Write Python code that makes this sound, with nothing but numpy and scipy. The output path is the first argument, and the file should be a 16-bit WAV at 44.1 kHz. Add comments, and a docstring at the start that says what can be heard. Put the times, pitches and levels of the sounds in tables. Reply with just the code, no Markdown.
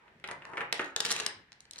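"""Dominoes on a wooden table

Two hands turn dominoes face up and push them about in a small room. The hard tiles slide
over the grain, knock on the wood, clack and jostle together, and twice drop flat with a thump.
Palms brush the table, the table top rings under the tiles, and the room adds a short echo."""
import sys
import numpy as np
from scipy import signal
from scipy.fft import rfft, irfft
from scipy.io import wavfile

SR = 44100
rng = np.random.default_rng(int(sys.argv[2]) if len(sys.argv) > 2 else 0)


def master_out(mix):
    """Clip the mix to full scale and print it as 16-bit PCM to the path in sys.argv[1]."""
    frames = np.transpose(np.atleast_2d(mix))
    ceiling = np.clip(frames, -1, 1)
    pcm = np.round(ceiling * 32767).astype(np.int16)
    wavfile.write(sys.argv[1], SR, pcm)


N = 79380   # 1.8 seconds

# Tiles pushed over wood. Each row: start and length in seconds, level in dB, cut-off in Hz, squeak in dB.
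SLIDES = [(-.05, 0.18, -65, 2140, -1.5), (0.277, 0.049, -44.5, 2260, -6), (0.408, 0.27, -49, 1750, 0),
          (0.984, 0.36, -46.5, 4200, -13), (1.709, 0.13, -61, 4200, -12)]
# Hands brushing the table. Each row: start in seconds, length in seconds, level in dB.
BRUSHES = [(0, 0.51, -64), (0.31, 0.59, -64), (0.977, 0.37, -58), (1.324, 0.13, -62), (1.677, 0.13, -69.5)]
# A tile hits the table. Each row: start in seconds, level in dB, cut-off in Hz, bass boost in dB.
KNOCKS = [ (0.08, -51.5, 3120, 1), (0.2408, -30, 3240, -8.5), (0.2883, -32, 2700, -4.5),
          (.3130, -31, 1700, -8), (0.421, -40, 3160, -2), (0.5348, -34.5, 2420, 4), (0.5719, -27, 2820, -4),
          (0.5794, -26, 2480, 1), (0.6069, -25.5, 2770, 3.5), (0.6142, -27, 2660, 1.5),
          (0.7263, -31.5, 1510, 2), (.7944, -24.5, 3100, -1.5), (0.7972, -21.5, 2400, 2)]
# A tile hits a tile. Each row: start in seconds, level in dB, main ring in Hz, body and treble in dB.
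CLACKS = [ (0.1992, -58, 2760, 13, 16), (0.2753, -41, 9470, -4, 2), (0.3124, -39.5, 8900, -8, -2),
          (0.4525, -38.5, 2880, 9.5, -4), (0.7263, -18, 2020, -5, 0), (0.7282, -25, 7800, -5, -12),
          (0.9626, -19, 3460, 0.5, -2.5), (1.0040, -18.5, 3720, 0.5, -3), (1.0065, -24.5, 3580, -9.5, 9),
          (1.0504, -23, 3020, 5, 7), (1.0539, -24, 5500, -3.5, 0), (1.0615, -27, 3430, -6.5, -2),
          (1.0660, -28.5, 3780, 2, 3), (1.0971, -32.5, 4370, 8, -5), (1.1059, -23, 3740, 5.5, 7),
          (1.111, -22, 4200, -2.5, 4), (1.1151, -23.5, 5100, -3, 4), (1.1171, -21, 2110, 2, 14),
          (1.1227, -30, 5330, -9, 4), (1.125, -23.5, 5640, -11.5, 14), (1.1632, -27, 2370, 1.5, 5),
          (1.167, -36, 5640, -7, 6), (1.2000, -24.5, 2860, -1, 5), (1.2046, -28.5, 6050, 1, 1),
          (1.2634, -21, 5020, -1, -4.5), (1.2648, -22.5, 8500, -6.5, -1), (1.5199, -44, 2140, -8.5, -17),
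          (1.5287, -48.5, 4160, -6, -7), (1.6053, -44.5, 4200, -14, 17), (1.654, -51.5, 4200, 8, 2),
          (1.71, -37, 4160, -17, 14), (1.7339, -40.5, 4200, -17, 2), (1.759, -42, 4100, -13, -5),
          (1.782, -41.5, 4200, -11, 3), (1.7874, -35.5, 4300, -11.5, 10)]
# Tiles rubbing edge to edge. Each row: start in seconds, length in seconds, level in dB.
JOSTLES = [(0.713, 0.21, -53), (1.002, .28, -41), (1.718, 0.23, -57.5)]
# A tile drops flat. Each row: start in seconds, peak level in dB.
THUMPS = [(0.7965, -35), (1.1120, -37.5)]
# The tone of the background, tile on wood, hand on wood and tile on tile.
# Each row: frequency in Hz, gain in dB.
BACKGROUND_TONE = [(25, -8), (60, 4.5), (450, -6.5), (1200, -7.5), (1800, 1.5), (5000, -20), (15000, -40.5)]
WOOD_TONE = [(30, -19.5), (90, -14.5), (170, -8), (430, -1.5), (620, -2.5), (2000, 7.5), (10000, 2.5),
             (15000, -52.5)]
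BRUSH_TONE = [(30, -47.5), (105, 9), (210, 6), (800, -4.5), (4000, -24), (15000, -40)]
CLACK_TONE = [(40, -42), (150, -12.5), (350, -8), (1800, 0.5), (4000, 2), (6500, -1.5), (9200, -6),
              (10800, -10.5), (16000, -15.5)]
# The notes a tile rings at. Each row: pitch in Hz, level in dB, fade time in seconds.
# A fade time is how long a sound takes to drop by 60 dB.
TILE_NOTES = [(1840, -13.5, 0.039), (4200, -18.5, 0.014), (8700, -19, 0.009)]
# The notes the table top rings at. Each row: pitch in Hz, gain in dB.
TABLE_NOTES = [(168, 7.5), (428, 12.5), (471, 10), (768, 9), (1229, 2.5)]
# How strong the room's echo is. Each row: frequency in Hz, level in dB.
ROOM_LEVEL = [(200, 0), (1000, 2.5), (4500, -5.5), (8000, -11), (14000, -4.5)]
# How long the echo lasts. Each row: frequency in Hz, fade time in seconds.
ROOM_FADE = [(150, .56), (700, .41), (2000, .39), (5000, .3), (12000, .17)]
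# How alike left and right are, for close sounds and for spread-out ones.
# Each row: frequency in Hz, likeness (1 is identical, 0 is unrelated).
NEAR_LIKENESS = [(600, 1), (4000, 0.49)]
WIDE_LIKENESS = [(400, 0.95), (1500, 0.017)]

CLACK_CHATTER_S, CLACK_SNAP_DB = 0.01, -12   # shared by clacks and jostles


def from_db(db):
    """Turn decibels into a number to multiply by."""
    return 10 ** (np.asarray(db) / 20)


def unit(x):
    """Scale a sound so its channels have an average energy of one."""
    return x / np.sqrt(np.mean(np.sum(x ** 2, axis=-1)) + 1e-20)


def freqs(size):
    """List the frequencies in a sound of that many samples."""
    return np.maximum(np.fft.rfftfreq(size, 1 / SR), 1)


def at_hz(table, hz):
    """Read between a table's rows, giving every octave equal room."""
    row_hz, value = np.transpose(table)
    return np.interp(np.log(hz), np.log(row_hz), value)


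def below(hz, edge_hz):
    """A smooth step: one well under the edge, zero well above it."""
    return 1 / (1 + (hz / edge_hz) ** 4)


def shape_tone(x, db):
    """Turn each frequency up or down without smearing the sound earlier (a minimum-phase filter)."""
    size = x.shape[-1]
    cepstrum = irfft(np.log(from_db(db)), size)
    cepstrum[1:size // 2] *= 2
    cepstrum[size // 2 + 1:] = 0
    return irfft(rfft(x) * np.exp(rfft(cepstrum)), size)


def stereo_noise(likeness, size):
    """Make a hiss whose left and right sides are alike in the bass."""
    alike = np.clip(at_hz(likeness, freqs(size)), -1, 1)
    mid, side = rfft(rng.standard_normal((2, size)))
    return irfft(np.sqrt(1 + alike) * mid + np.sqrt(1 - alike) * side * [[1], [-1]], size)


def ring(x, hz, fade_s):
    """Let a sound set one note ringing."""
    decay = from_db(-60 / (fade_s * SR))
    feedback = [1, -2 * decay * np.cos(2 * np.pi * hz / SR), decay ** 2]
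    return signal.lfilter((1 - decay ** 2) / 2 * np.array([1, 0, -1]), feedback, x + 1e-18)


def add(out, start, sound):
    """Mix a sound in at a start time in seconds."""
    i = max(int(start * SR), 0)
    out[:, i:i + sound.shape[1]] += sound[:, :max(N - i, 0)]


def contact(chatter_s, snap_db, size=4096):
    """The force of a hit: a sharp snap, set against the dying chatter that follows."""
    t = np.arange(size) / SR
    chatter = stereo_noise(NEAR_LIKENESS, size) * from_db(-60 * t / chatter_s)
    return unit(chatter) - from_db(snap_db) * (t == 0)


def at_level(hit, db):
    """Give a hit the energy of 1.5 milliseconds of sound at that level."""
    return unit(hit) * from_db(db) * np.sqrt(.0015 * SR)


def wood_softening_db(hz, cut_hz, leak_db=-27.5):
    """Wood gives a little, so only a small part of the force gets through above the cut-off."""
    return 20 * np.log10(below(hz, cut_hz * np.sqrt(2)) ** 4 + from_db(leak_db))


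def stroke(sound, start, length, db):
    """A hand movement swells to the given level and fades."""
    progress = np.clip((np.arange(N) / SR - start) / length, 0, 1)
    return unit(sound) * np.sqrt(N) * from_db(db) * np.sin(np.pi * progress)


def background(level_db=-66):
    """A faint, steady rush lies under everything."""
    rush = shape_tone(stereo_noise(WIDE_LIKENESS, N), at_hz(BACKGROUND_TONE, freqs(N)))
    return unit(rush) * np.sqrt(N) * from_db(level_db)


def slides(slips_per_s=1500, spread_db=2.5):
    """Sliding tiles slip over the grain in many tiny steps, at times with a dull squeak."""
    out, hz = 0, freqs(N)
    for start, length, db, cut_hz, squeak_db in SLIDES:
        sizes = from_db(spread_db * np.minimum(rng.exponential(1, N), 4))
        slips = (rng.random(N) < slips_per_s / SR) * sizes * stereo_noise(NEAR_LIKENESS, N)
        rub = shape_tone(slips, at_hz(WOOD_TONE, hz) + wood_softening_db(hz, cut_hz))
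        squeak = from_db(squeak_db) * unit(ring(rub, hz=920, fade_s=0.025))
        out += stroke(unit(rub) + squeak, start, length, db)
    return out


def table_ring(x):
    """The tiles set the table top ringing at its own notes; every second note swings the other way."""
    force = x.mean(axis=0)
    return sum((-1) ** k * from_db(db) * ring(force, hz, fade_s=0.2)
               for k, (hz, db) in enumerate(TABLE_NOTES))


def room_echo(x, gap_s=0.0021, build_s=0.0038, top_hz=14000):
    """A dense echo builds up just after each sound and dies sooner in the treble."""
    hz, t = freqs(SR), np.maximum(np.arange(SR) / SR - gap_s, 0)
    centres = np.geomspace(100, 12800, 8)   # bands an octave apart, in Hz
    noise = rfft(stereo_noise(WIDE_LIKENESS, SR)) / np.sqrt(2) * below(hz, top_hz) ** 2
    echo = 0
    for centre, pick in zip(centres, np.eye(len(centres))):
        band = irfft(noise * np.interp(np.log(hz), np.log(centres), pick), SR)
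        fade = from_db(-60 * t / at_hz(ROOM_FADE, centre))
        rise = 1 - np.exp(-t / build_s)
        echo += band * unit(rise * fade) * from_db(at_hz(ROOM_LEVEL, centre))
    return signal.fftconvolve(x, echo, axes=1)[:, :N]


def brushes():
    """Palms and sleeves rub a low murmur out of the table."""
    rub = shape_tone(stereo_noise(WIDE_LIKENESS, N), at_hz(BRUSH_TONE, freqs(N)))
    return sum(stroke(rub, start, length, db) for start, length, db in BRUSHES)


def knocks():
    """Tiles tip over and land on the wood with a dull knock."""
    out = np.zeros((2, N))
    for start, db, cut_hz, bass_db in KNOCKS:
        force = contact(chatter_s=0.042, snap_db=-4)
        hz = freqs(force.shape[1])
        tone_db = at_hz(WOOD_TONE, hz) + wood_softening_db(hz, cut_hz) + bass_db * below(hz, 1830)
        add(out, start, at_level(shape_tone(force, tone_db), db))
    return out


def clacks(main_ring_db=-5.5, main_fade_s=0.0076, dull_below_db=-1):
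    """Hard tiles strike each other and ring briefly; where they touch sets the main ring."""
    out = np.zeros((2, N))
    for start, db, main_hz, body_db, treble_db in CLACKS:
        force = contact(CLACK_CHATTER_S, CLACK_SNAP_DB)
        hz = freqs(force.shape[1])
        hit = unit(shape_tone(force, at_hz(CLACK_TONE, hz)))
        tuning = 1 + 0.052 * rng.uniform(-1.23, 1)   # no two tiles ring at quite the same pitch
        for note_hz, note_db, fade_s in TILE_NOTES:
            hit += from_db(note_db) * unit(ring(force, note_hz * tuning, fade_s))
        hit += from_db(main_ring_db) * unit(ring(force, main_hz, main_fade_s))
        body = below(hz, 2320)
        treble = below(hz, 13500) - below(hz, 6550)
        very_top = (1 - below(hz, 15560)) ** 2
        top_loss_db = 5 * (dull_below_db - db)   # quieter clacks are made duller in the highest treble
        tone_db = body_db * body + treble_db * treble - top_loss_db * very_top
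        add(out, start, at_level(shape_tone(hit, tone_db), db))
    return out


def jostles(touches_per_s=350, spread_db=3):
    """Tiles pressed together give a dense run of tiny bright clicks."""
    hz = freqs(N)
    sizes = from_db(spread_db * np.minimum(rng.exponential(1, N), 3))
    touches = (rng.random(N) < touches_per_s / SR) * sizes * rng.choice([-1, 1], N)
    force = signal.fftconvolve(touches[None], contact(CLACK_CHATTER_S, CLACK_SNAP_DB), axes=1)[:, :N]
    softening_db = 20 * np.log10(below(hz, 11000))   # the rattle is softened above 11 kHz
    rattle = shape_tone(force, at_hz(CLACK_TONE, hz) + softening_db)
    return sum(stroke(rattle, start, length, db) for start, length, db in JOSTLES)


def thumps(pitch_hz=467.3, fade_s=0.12):
    """The broad face of a tile pushes the table top, which answers with a low woody note."""
    out, t = np.zeros((2, N)), np.arange(16384) / SR
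    note = np.sin(2 * np.pi * pitch_hz * t) * from_db(-60 * t / fade_s)
    for start, db in THUMPS:
        add(out, start, from_db(db) * note[None])
    return out


def lean_left(sound, tilt_db=0.5, lag_s=0.000065):
    """The left side is slightly nearer, so the right is a little quieter and later."""
    left, right = sound
    t = np.arange(N) / SR
    return np.array([left * from_db(tilt_db), np.interp(t - lag_s, t, right) * from_db(-tilt_db)])


def scene():
    """Mix the tiles, table, hands and room over the quiet background."""
    on_tile = clacks() + jostles()
    on_table = knocks() + slides()
    tiles = on_tile + on_table
    near = lean_left(tiles + table_ring(tiles))
    # Tile faces throw their clack straight up, so less of it reaches the room.
    into_room = on_table + from_db(-2) * on_tile
    return near + background() + room_echo(into_room) + brushes() + thumps()


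def record(dry, ceiling=0.24, top_hz=16300):
    """Round off the tallest peaks and steeply cut the highest treble."""
    rounded = dry / (1 + (dry / ceiling) ** 4) ** .25
    return signal.sosfilt(signal.ellip(10, .1, 80, top_hz, fs=SR, output="sos"), rounded)


dry = scene()
out = record(dry)
master_out(out)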